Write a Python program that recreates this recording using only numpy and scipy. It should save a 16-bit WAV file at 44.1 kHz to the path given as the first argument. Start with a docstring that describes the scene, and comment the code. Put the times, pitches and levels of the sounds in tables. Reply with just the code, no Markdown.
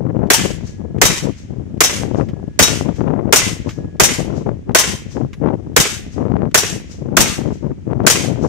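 """Eleven single pistol shots crack across an open field a few metres away, loud enough to overload the microphones.
Each shot layers a trigger tick, a muzzle blast and the bolt slam in shaped noise, ringing modes for the steel
and a struck target, and a long noise tail scattered from grass and trees. Spent cases knock and ring now and then.
Gusts buffet the microphone ports, mostly the left one, as noise read faster in stronger air;
leaves rustle faintly and a thin whine wavers in the distance."""
import sys
import numpy as np
from scipy import signal
from scipy.fft import rfft, irfft
from scipy.io import wavfile
from scipy.ndimage import uniform_filter1d, map_coordinates

SR = 44100
rng = np.random.default_rng(int(sys.argv[2]) if len(sys.argv) > 2 else 0)


def transcribe(signal):
    """Save signal, clipped to [-1, 1], as a 16-bit WAV file at the path in sys.argv[1]."""
    frames = np.atleast_2d(signal).T
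    limited = np.clip(frames, -1, 1)
    pcm = np.round(limited * 32767).astype(np.int16)
    wavfile.write(sys.argv[1], SR, pcm)


N = 373968
AGE = np.arange(SR) / SR  # time since an event began [s]
TIME = np.arange(N) / SR  # time in the scene [s]

# the shots: (time [s], trigger level [dB], blast level [dB], muzzle puff level [dB], bolt closing delay [s],
# bolt level [dB], steel ring level [dB], ring tilt [dB per octave], lower target mode level [dB],
# tree crown echo level [dB])
SHOTS = [(0.3014, -45.5, -3, -29.5, 0.032, 5, -2, 5, -27, 3),
         (1.0148, -41, -1.5, -12, 0.038, 3.5, -2, -14, -38, -3),
         (1.8053, -49.5, -3, -34, 0.031, 3, 2, -7.5, -36, -1.5),
         (2.5906, -55, -2, -11, 0.035, 5.5, 2.5, -17.5, -33, -2.5),
         (3.3251, -54, -1, -36.5, 0.034, 6, 0, -0.5, -21, 1.5),
         (3.9979, -54, -2, -11, 0.037, 4.5, 3, 0.5, -23.5, -1.5),
         (4.7477, -46.5, -2, -36, 0.038, 5, -12, -1, -38, 1),
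         (5.763, -54, -2, -12, .037, 3.5, -5, -9, -39, -2),
         (6.544, -41.5, -3, -28, 0.032, 3.5, -0.5, -3, -42, 3.5),
         (7.1677, -66.5, -2.5, -8, 0.037, 5.5, -2, -9.5, -36, -4),
         (8.0655, -43, -2, -26, 0.034, 5, -4, 0, -38, 2.5)]
PUFF_DELAY_S = 0.026  # from the blast to the peak of its puff of gas at the ports


def undb(db):
    """Decibels to gain."""
    return 10 ** (np.asarray(db) / 20)


def pan(left_db):
    """Gains of the two channels for a left-minus-right level."""
    return undb(np.array([[left_db], [-left_db]]) / 2)


def noise(spectrum, size=SR, likeness=0.):
    """Two channels of coloured noise of rms 1; likeness is the share of power they have in common."""
    hz, db = np.transpose(spectrum)
    white = rng.standard_normal((3, size))
    share = np.clip(likeness, 0, 1)
    mixed = np.sqrt(1 - share) * white[:2] + np.sqrt(share) * white[2]
    bins_hz = np.fft.rfftfreq(size, 1 / SR)
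    gain = undb(np.interp(np.log(bins_hz + 1), np.log(hz), db))
    coloured = irfft(rfft(mixed) * gain, size)
    return coloured / coloured.std()


def fade(start, rise, t60):
    """Envelope that swells towards its peak at start and then dies away by 60 dB in t60 (all in s)."""
    t = AGE - start
    return np.exp(np.minimum(t / rise, -np.log(1000) * t / t60))


def ring(hz, t60):
    """One struck mode, a dying sine; it reaches each microphone in its own random phase."""
    cycles = hz * AGE + rng.random((2, 1))
    return np.sin(2 * np.pi * cycles) * fade(.003, .001, t60)


def walk(rate, size=N):
    """A random wander of spread near 1 for each channel, from twice-smoothed steps at rate per second."""
    k = int(SR / rate)
    steps = np.repeat(rng.standard_normal((2, size // k + 1)), k, axis=1)
    return 1.3 * uniform_filter1d(uniform_filter1d(steps, k), k)[:, :size]


def swells(rows, rise, fall):
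    """Gain over time of events (start, length, level) that each build up, hold and die away."""
    power = np.zeros(N)
    for start, length, db in rows:
        outside = np.maximum((start - TIME) / rise, (TIME - start - length) / fall)
        power += undb(db) ** 2 * np.exp(-2 * np.clip(outside, 0, 20))
    return np.sqrt(power)


def add(out, start, x):
    """Mix x into out from the given time on."""
    i = max(int(start * SR), 0)
    out[:, i:i + x.shape[1]] += x[:, :max(N - i, 0)]


def airflow():
    """Strength of the wind at each port: a wandering breeze, the gusts and the muzzle puffs, summed in power."""
    # gusts that reach the microphones: (start [s], length [s], level [dB])
    gust_rows = [(0.0, 0.11, -17), (0.15, 0.13, -14), (0.39, 0.11, -15), (0.585, 0.04, -22),
                 (0.8, 0.096, -23), (0.945, 0.19, -18), (1.235, 0.052, -13), (1.5, 0.27, -24),
                 (1.91, 0.09, -21), (2.02, 0.1, -16), (2.15, 0.073, -12), (2.26, 0.22, -25),
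                 (2.68, 0.08, -17), (2.81, 0.1, -14.5), (2.99, 0.21, -13), (3.2, 0.11, -15.5),
                 (3.38, 0.14, -21), (3.665, 0.032, -20), (3.78, 0.06, -19.5), (4.08, 0.064, -19),
                 (4.19, 0.22, -16), (4.47, 0.046, -14), (4.685, 0.042, -18), (4.88, 0.068, -23),
                 (5.165, 0.073, -14.5), (5.42, 0.12, -13), (5.58, 0.16, -24), (6.18, 0.29, -15),
                 (6.71, 0.041, -19.5), (7.02, 0.091, -20), (7.13, 0.17, -17.5), (7.385, 0.14, -16),
                 (7.63, 0.08, -17.5), (7.87, 0.2, -15), (8.15, 0.24, -17), (8.43, 0.06, -10.5)]
    breeze_db = np.array([[-28.5], [-33]])  # left, right
    lee_db = -19  # the right port is sheltered from the gusts
    breeze = undb(breeze_db + 1.4 * walk(11))
    gusts = undb([[0], [lee_db]]) * swells(gust_rows, rise=.012, fall=.024)
    return np.sqrt(breeze ** 2 + gusts ** 2 + puffs() ** 2)


def puffs():
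    """Gain of the gust that the muzzle gas sends to the ports just after each blast."""
    out = np.zeros((2, N))
    for s, _, _, puff_db, *_ in SHOTS:
        add(out, s, pan(4) * undb(puff_db) * fade(PUFF_DELAY_S, .012, .12))
    return out


def buffets(strength, width=0.00028, hard_tip=.00008, soft_tip=.00025):
    """Tight eddies strike the left port, each a single peak of pressure; the hardest are the most pointed."""
    # the hardest buffets: (time [s], level [dB])
    hard_rows = [(2.035, 2.5), (2.147, 7), (2.211, 7.5), (2.811, 6.5), (3.008, 1.5), (3.105, 4),
                 (4.492, 6.5), (4.695, -1.5), (5.169, -1), (5.474, 4), (6.283, -7), (6.32, -2), (6.367, 3),
                 (6.42, 1), (6.455, -4.5), (7.933, 2), (8.004, 6.5)]
    # the lesser ones come at random, more often and harder in stronger air
    top_rate_per_s, full_gust_db = 35, -14.5  # the rate levels off at this strength of air
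    over_gust_db, scatter_db = 7.5, 4.5
    rate = top_rate_per_s * np.minimum(strength / undb(full_gust_db), 1) ** 2
    struck = rng.random(N) < rate / SR
    soft = struck * strength * undb(over_gust_db + scatter_db * rng.standard_normal(N))
    hard = np.zeros(N)
    for s, db in hard_rows:
        hard[int(s * SR)] = undb(db)
    half = SR // 50
    t = np.arange(-half, half) / SR
    peaks = np.zeros(N)
    for strikes, tip in ((soft, soft_tip), (hard, hard_tip)):
        peak = np.exp(-np.hypot(t, tip) / width)  # tip rounds the point
        peaks += signal.fftconvolve(strikes, peak, mode="same")
    return np.array([[1], [0]]) * peaks


def pushes():
    """Each puff also presses once on the ports and lets go: a soft thud."""
    out = np.zeros((2, N))
    u = (AGE - PUFF_DELAY_S) / 0.01
    for s, _, _, puff_db, *_ in SHOTS:
        add(out, s, pan(4) * undb(puff_db) * -2 * u * np.exp(-2 * u ** 2))
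    return out


def wind(skew=0.21, flicker_db=2.0, flutter_db=2.5, octave_db=15):
    """Eddies drift over each port: a stronger gust carries them faster, so it is louder and brighter."""
    # eddy spectrum at a reading speed of 1: (frequency [Hz], level [dB])
    eddy_spectrum = [(20, -10), (110, 2.5), (200, -2.5), (400, -10.5), (600, -21), (1000, -33.5),
                     (2000, -50.5), (4000, -89.5)]
    strength = airflow()
    gust_db = 20 * np.log10(strength) + flicker_db * walk(70) + flutter_db * walk(300)
    # reading speed of the noise doubles for every octave_db of gust
    speed = 2 ** ((gust_db + np.array([[19.5], [25]])) / octave_db)
    eddies = noise(eddy_spectrum, size=2 ** 19)
    flow = np.array([map_coordinates(e, [np.cumsum(v)], order=1, mode="wrap") for e, v in zip(eddies, speed)])
    # a share of the squared flow sharpens the crests into spikes
    pressure = (flow + skew * (flow ** 2 - 1)) * undb(gust_db)
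    total = pressure + buffets(strength[0]) + pushes()
    swing = signal.sosfilt(signal.butter(1, 80, "high", fs=SR, output="sos"), total)
    return 1.372 * np.tanh(swing / 1.27)  # the largest swings are rounded off


def leaves():
    """Leaves rustle faintly: broad noise whose level wanders gently."""
    # rustle spectrum: (frequency [Hz], level [dB])
    leaf_spectrum = [(100, 0.5), (900, -5), (1800, 2), (3100, -3.5), (4200, -10), (6300, -9.5),
                     (7700, -12.5), (9500, -19.5), (12000, -26), (15000, -44)]
    return pan(2) * undb(-59.5 + 1.2 * walk(6.7)) * noise(leaf_spectrum, size=N)


def tick(t60):
    """A small dry metal contact: a very short burst of noise."""
    # contact spectrum: (frequency [Hz], level [dB])
    tick_spectrum = [(500, 0), (2000, 8), (3200, 4), (4500, -4.5), (7000, -7.5), (10000, -24),
                     (14000, -20.5)]
    return noise(tick_spectrum, likeness=0.61) * fade(0.00073, .0005, t60)


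def blast():
    """The shock front and roaring gas jet, the slower boom of the gas ball, and a slap back from the tree trunk."""
    # shock and jet spectrum: (frequency [Hz], level [dB])
    crack_spectrum = [(100, -25.5), (400, -3), (900, 3), (1550, 5), (3000, 0), (4500, 0.5), (7300, 3),
                      (10000, -5), (15000, -6.5)]
    # gas ball spectrum: (frequency [Hz], level [dB])
    boom_spectrum = [(60, -21), (200, -10), (330, -8), (430, 2.5), (540, -7), (640, -0.5), (780, -13.5),
                     (1020, -9.5), (1550, -6), (2500, -10.5), (5000, -33)]
    slap_spectrum = [(500, -6.5), (1500, 6), (4000, -9.5), (7000, -2.5), (15000, -3)]
    crack = undb(1.0) * noise(crack_spectrum, likeness=0.029) * fade(0.0018, 0.0011, 0.061)
    boom = undb(0.5) * noise(boom_spectrum, likeness=0.17) * fade(0.0069, 0.0039, 0.048)
    slap = undb(-10.5) * noise(slap_spectrum) * fade(0.014, 0.004, 0.11)
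    return crack + boom + pan(1.6) * slap


def field(echo_db, imprint=0.38):
    """Scatter from grass and the near tree thins out past its edge; distant ground and tree crowns answer later."""
    # grass and near tree spectrum: (frequency [Hz], level [dB])
    near_spectrum = [(100, -19.5), (380, -2.5), (900, -5.5), (1500, -4), (2200, -0.5), (3200, -2),
                     (4200, -6.5), (6000, -3.5), (8000, -6), (9500, -12), (12000, -16.5), (15000, -28)]
    # distant ground spectrum: (frequency [Hz], level [dB])
    far_spectrum = [(200, -0.5), (700, -10), (1200, -8), (2000, 3), (3100, -1.5), (4200, -8.5), (7000, -8),
                    (9500, -28.5), (14000, -37.5)]
    # tree crown spectrum: (frequency [Hz], level [dB])
    crown_spectrum = [(1000, -3.5), (3000, -6.5), (4300, -3), (6300, 0), (7700, -6), (9500, -17.5),
                      (14000, -26.5)]
    edge = 1 / np.sqrt(1 + np.exp((AGE - .2) / 0.022))
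    lumpy = undb(1.8 * walk(130, size=SR))
    near = undb(-12.0) * noise(near_spectrum, likeness=0.13) * fade(0.01, 0.0019, 0.81) * edge * lumpy
    far = undb(-32.5) * noise(far_spectrum) * fade(0.14, 0.078, 0.86)
    crowns = undb(-43.5) * noise(crown_spectrum) * fade(.372, 0.018, 0.34)
    # near reflections repeat the same ragged burst of gas, which gives each shot's tail its own colour
    burst = (rng.standard_normal(SR) * fade(0, .001, 0.082))[:SR // 40]
    coloured = signal.fftconvolve(near, burst[None] / np.linalg.norm(burst))[:, :SR]
    scatter = (near + imprint * coloured) / np.hypot(1, imprint)
    return scatter + far + pan(4.5) * undb(echo_db) * crowns


def bolt():
    """The bolt scrapes a round out of the magazine, then slams it home."""
    # bolt spectrum: (frequency [Hz], level [dB])
    bolt_spectrum = [(100, -13.5), (400, 0), (900, 0.5), (2000, -2.5), (3200, -0.5), (4400, -3.5),
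                     (6000, 2.5), (8000, 0), (10000, -2.5), (15000, -7.5)]
    scrape = undb(-12.0) * noise(bolt_spectrum, likeness=0.11) * fade(0.00092, .003, 0.075)
    slam = undb(-14.5) * noise(bolt_spectrum, likeness=0.16) * fade(0.01, 0.0026, 0.11)
    return pan(2.2) * (scrape + slam)


def steel(tilt_db, level_db=-1):
    """The bolt and receiver ring, each blow sharing its force differently among the modes."""
    # modes of the ringing steel: (frequency [Hz], level [dB], t60 [s])
    mode_rows = [(3801, -23, .22), (4780, -30, .15), (5590, -16, .16), (5830, -20, .24), (6100, -19, .2),
                 (6930, -18.5, .2), (7470, -24, .16), (7720, -27, .15), (8310, -22, .22), (8630, -26, .16),
                 (9090, -27, .16), (10400, -30, .14)]
    scatter_db = 2 * rng.standard_normal((len(mode_rows), 2, 1))
    modes = np.zeros((2, SR))
    for (hz, db, t60), blow_db in zip(mode_rows, scatter_db):
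        tilted_db = db + blow_db + tilt_db * np.log2(hz / 6000)
        modes += undb(tilted_db) * ring(hz, t60)
    return pan(1.5) * undb(level_db) * modes


def target(ring_db, upper_db=-37):
    """The bullet smacks into a small steel plate, which rings in two modes whose levels vary from hit to hit."""
    # impact spectrum: (frequency [Hz], level [dB])
    smack_spectrum = [(150, -5.5), (450, 6), (800, -5), (1300, -1.5), (2500, 0.5), (5000, -20.5),
                      (12000, -35)]
    smack = undb(-17.5) * noise(smack_spectrum, likeness=0.47) * fade(0.0017, 0.0023, 0.082)
    lower = undb(ring_db) * ring(2040, 0.35)
    upper = undb(upper_db + 3 * rng.standard_normal()) * ring(3150, 0.5)
    return smack + lower + upper


def pistol():
    """Every shot runs through the same cycle: trigger, blast and its echoes, bolt and steel, target."""
    trigger_lead_s, target_delay_s = .031, 0.09  # before and after the blast
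    out = np.zeros((2, N))
    for s, trigger_db, blast_db, _, closes, bolt_db, ring_db, tilt_db, target_db, echo_db in SHOTS:
        add(out, s - trigger_lead_s, undb(trigger_db) * tick(0.037))
        add(out, s, pan(.1) * undb(blast_db) * (blast() + field(echo_db)))
        add(out, s + closes, undb(bolt_db) * bolt() + undb(ring_db) * steel(tilt_db))
        add(out, s + target_delay_s, target(target_db))
    return out


def whine():
    """A thin whine in the distance: a sine that wavers slightly in pitch and level and comes in spells."""
    # spells of whine: (start [s], length [s], level [dB])
    spells = [(0.4, 0.7, -61.5), (2.2, 0.85, -60.5), (3.5, 0.45, -57.5), (4.9, 0.5, -66)]
    phase = 2 * np.pi * np.cumsum(1680 + 3 * walk(23)[0]) / SR
    return swells(spells, rise=.12, fall=.12) * undb(1.5 * walk(13)) * np.sin(phase)


def cases():
    """Brass cases knock on the ground, bounce once and ring thinly in a beating pair of modes."""
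    # landings: (time [s], knock level [dB], bounce delay [s], ring frequency [Hz], ring level [dB])
    landings = [(2.287, -39, 0.01, 11520, -84), (2.959, -41.5, .003, 11900, -74.5),
                (3.691, -28.5, 0.016, 12100, -61.5), (5.331, -35, 0.0071, 10800, -59),
                (7.494, -62, 0.019, 11600, -72)]
    out = np.zeros((2, N))
    for s, knock_db, bounce, hz, ring_db in landings:
        pair = ring(hz, .4) + undb(-5.0) * ring(hz + 45, .4)
        add(out, s, undb(knock_db) * tick(0.063) + undb(ring_db) * pair)
        add(out, s + bounce, undb(knock_db - 6) * tick(0.063))
    return pan(-0.5) * out


def scene():
    """Wind, leaves, gun, whine and cases together."""
    return wind() + leaves() + pistol() + whine() + cases()


def record(dry, port_hz=6100, port_q=3, port_lift=0.8, top_hz=15500):
    """The left port resonates in the treble; then the deepest rumble is thinned, peaks clip and the top is cut."""
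    port = signal.lfilter(*signal.iirpeak(port_hz, port_q, fs=SR), dry)
    heard = dry + np.array([[port_lift], [0]]) * port
    thinned = signal.sosfilt(signal.butter(2, 36, "high", fs=SR, output="sos"), heard)
    clipped = np.clip(thinned, -.95, .95)  # hard overload
    return signal.sosfiltfilt(signal.ellip(8, .05, 50, top_hz, fs=SR, output="sos"), clipped)


dry = scene()
out = record(dry)
transcribe(out)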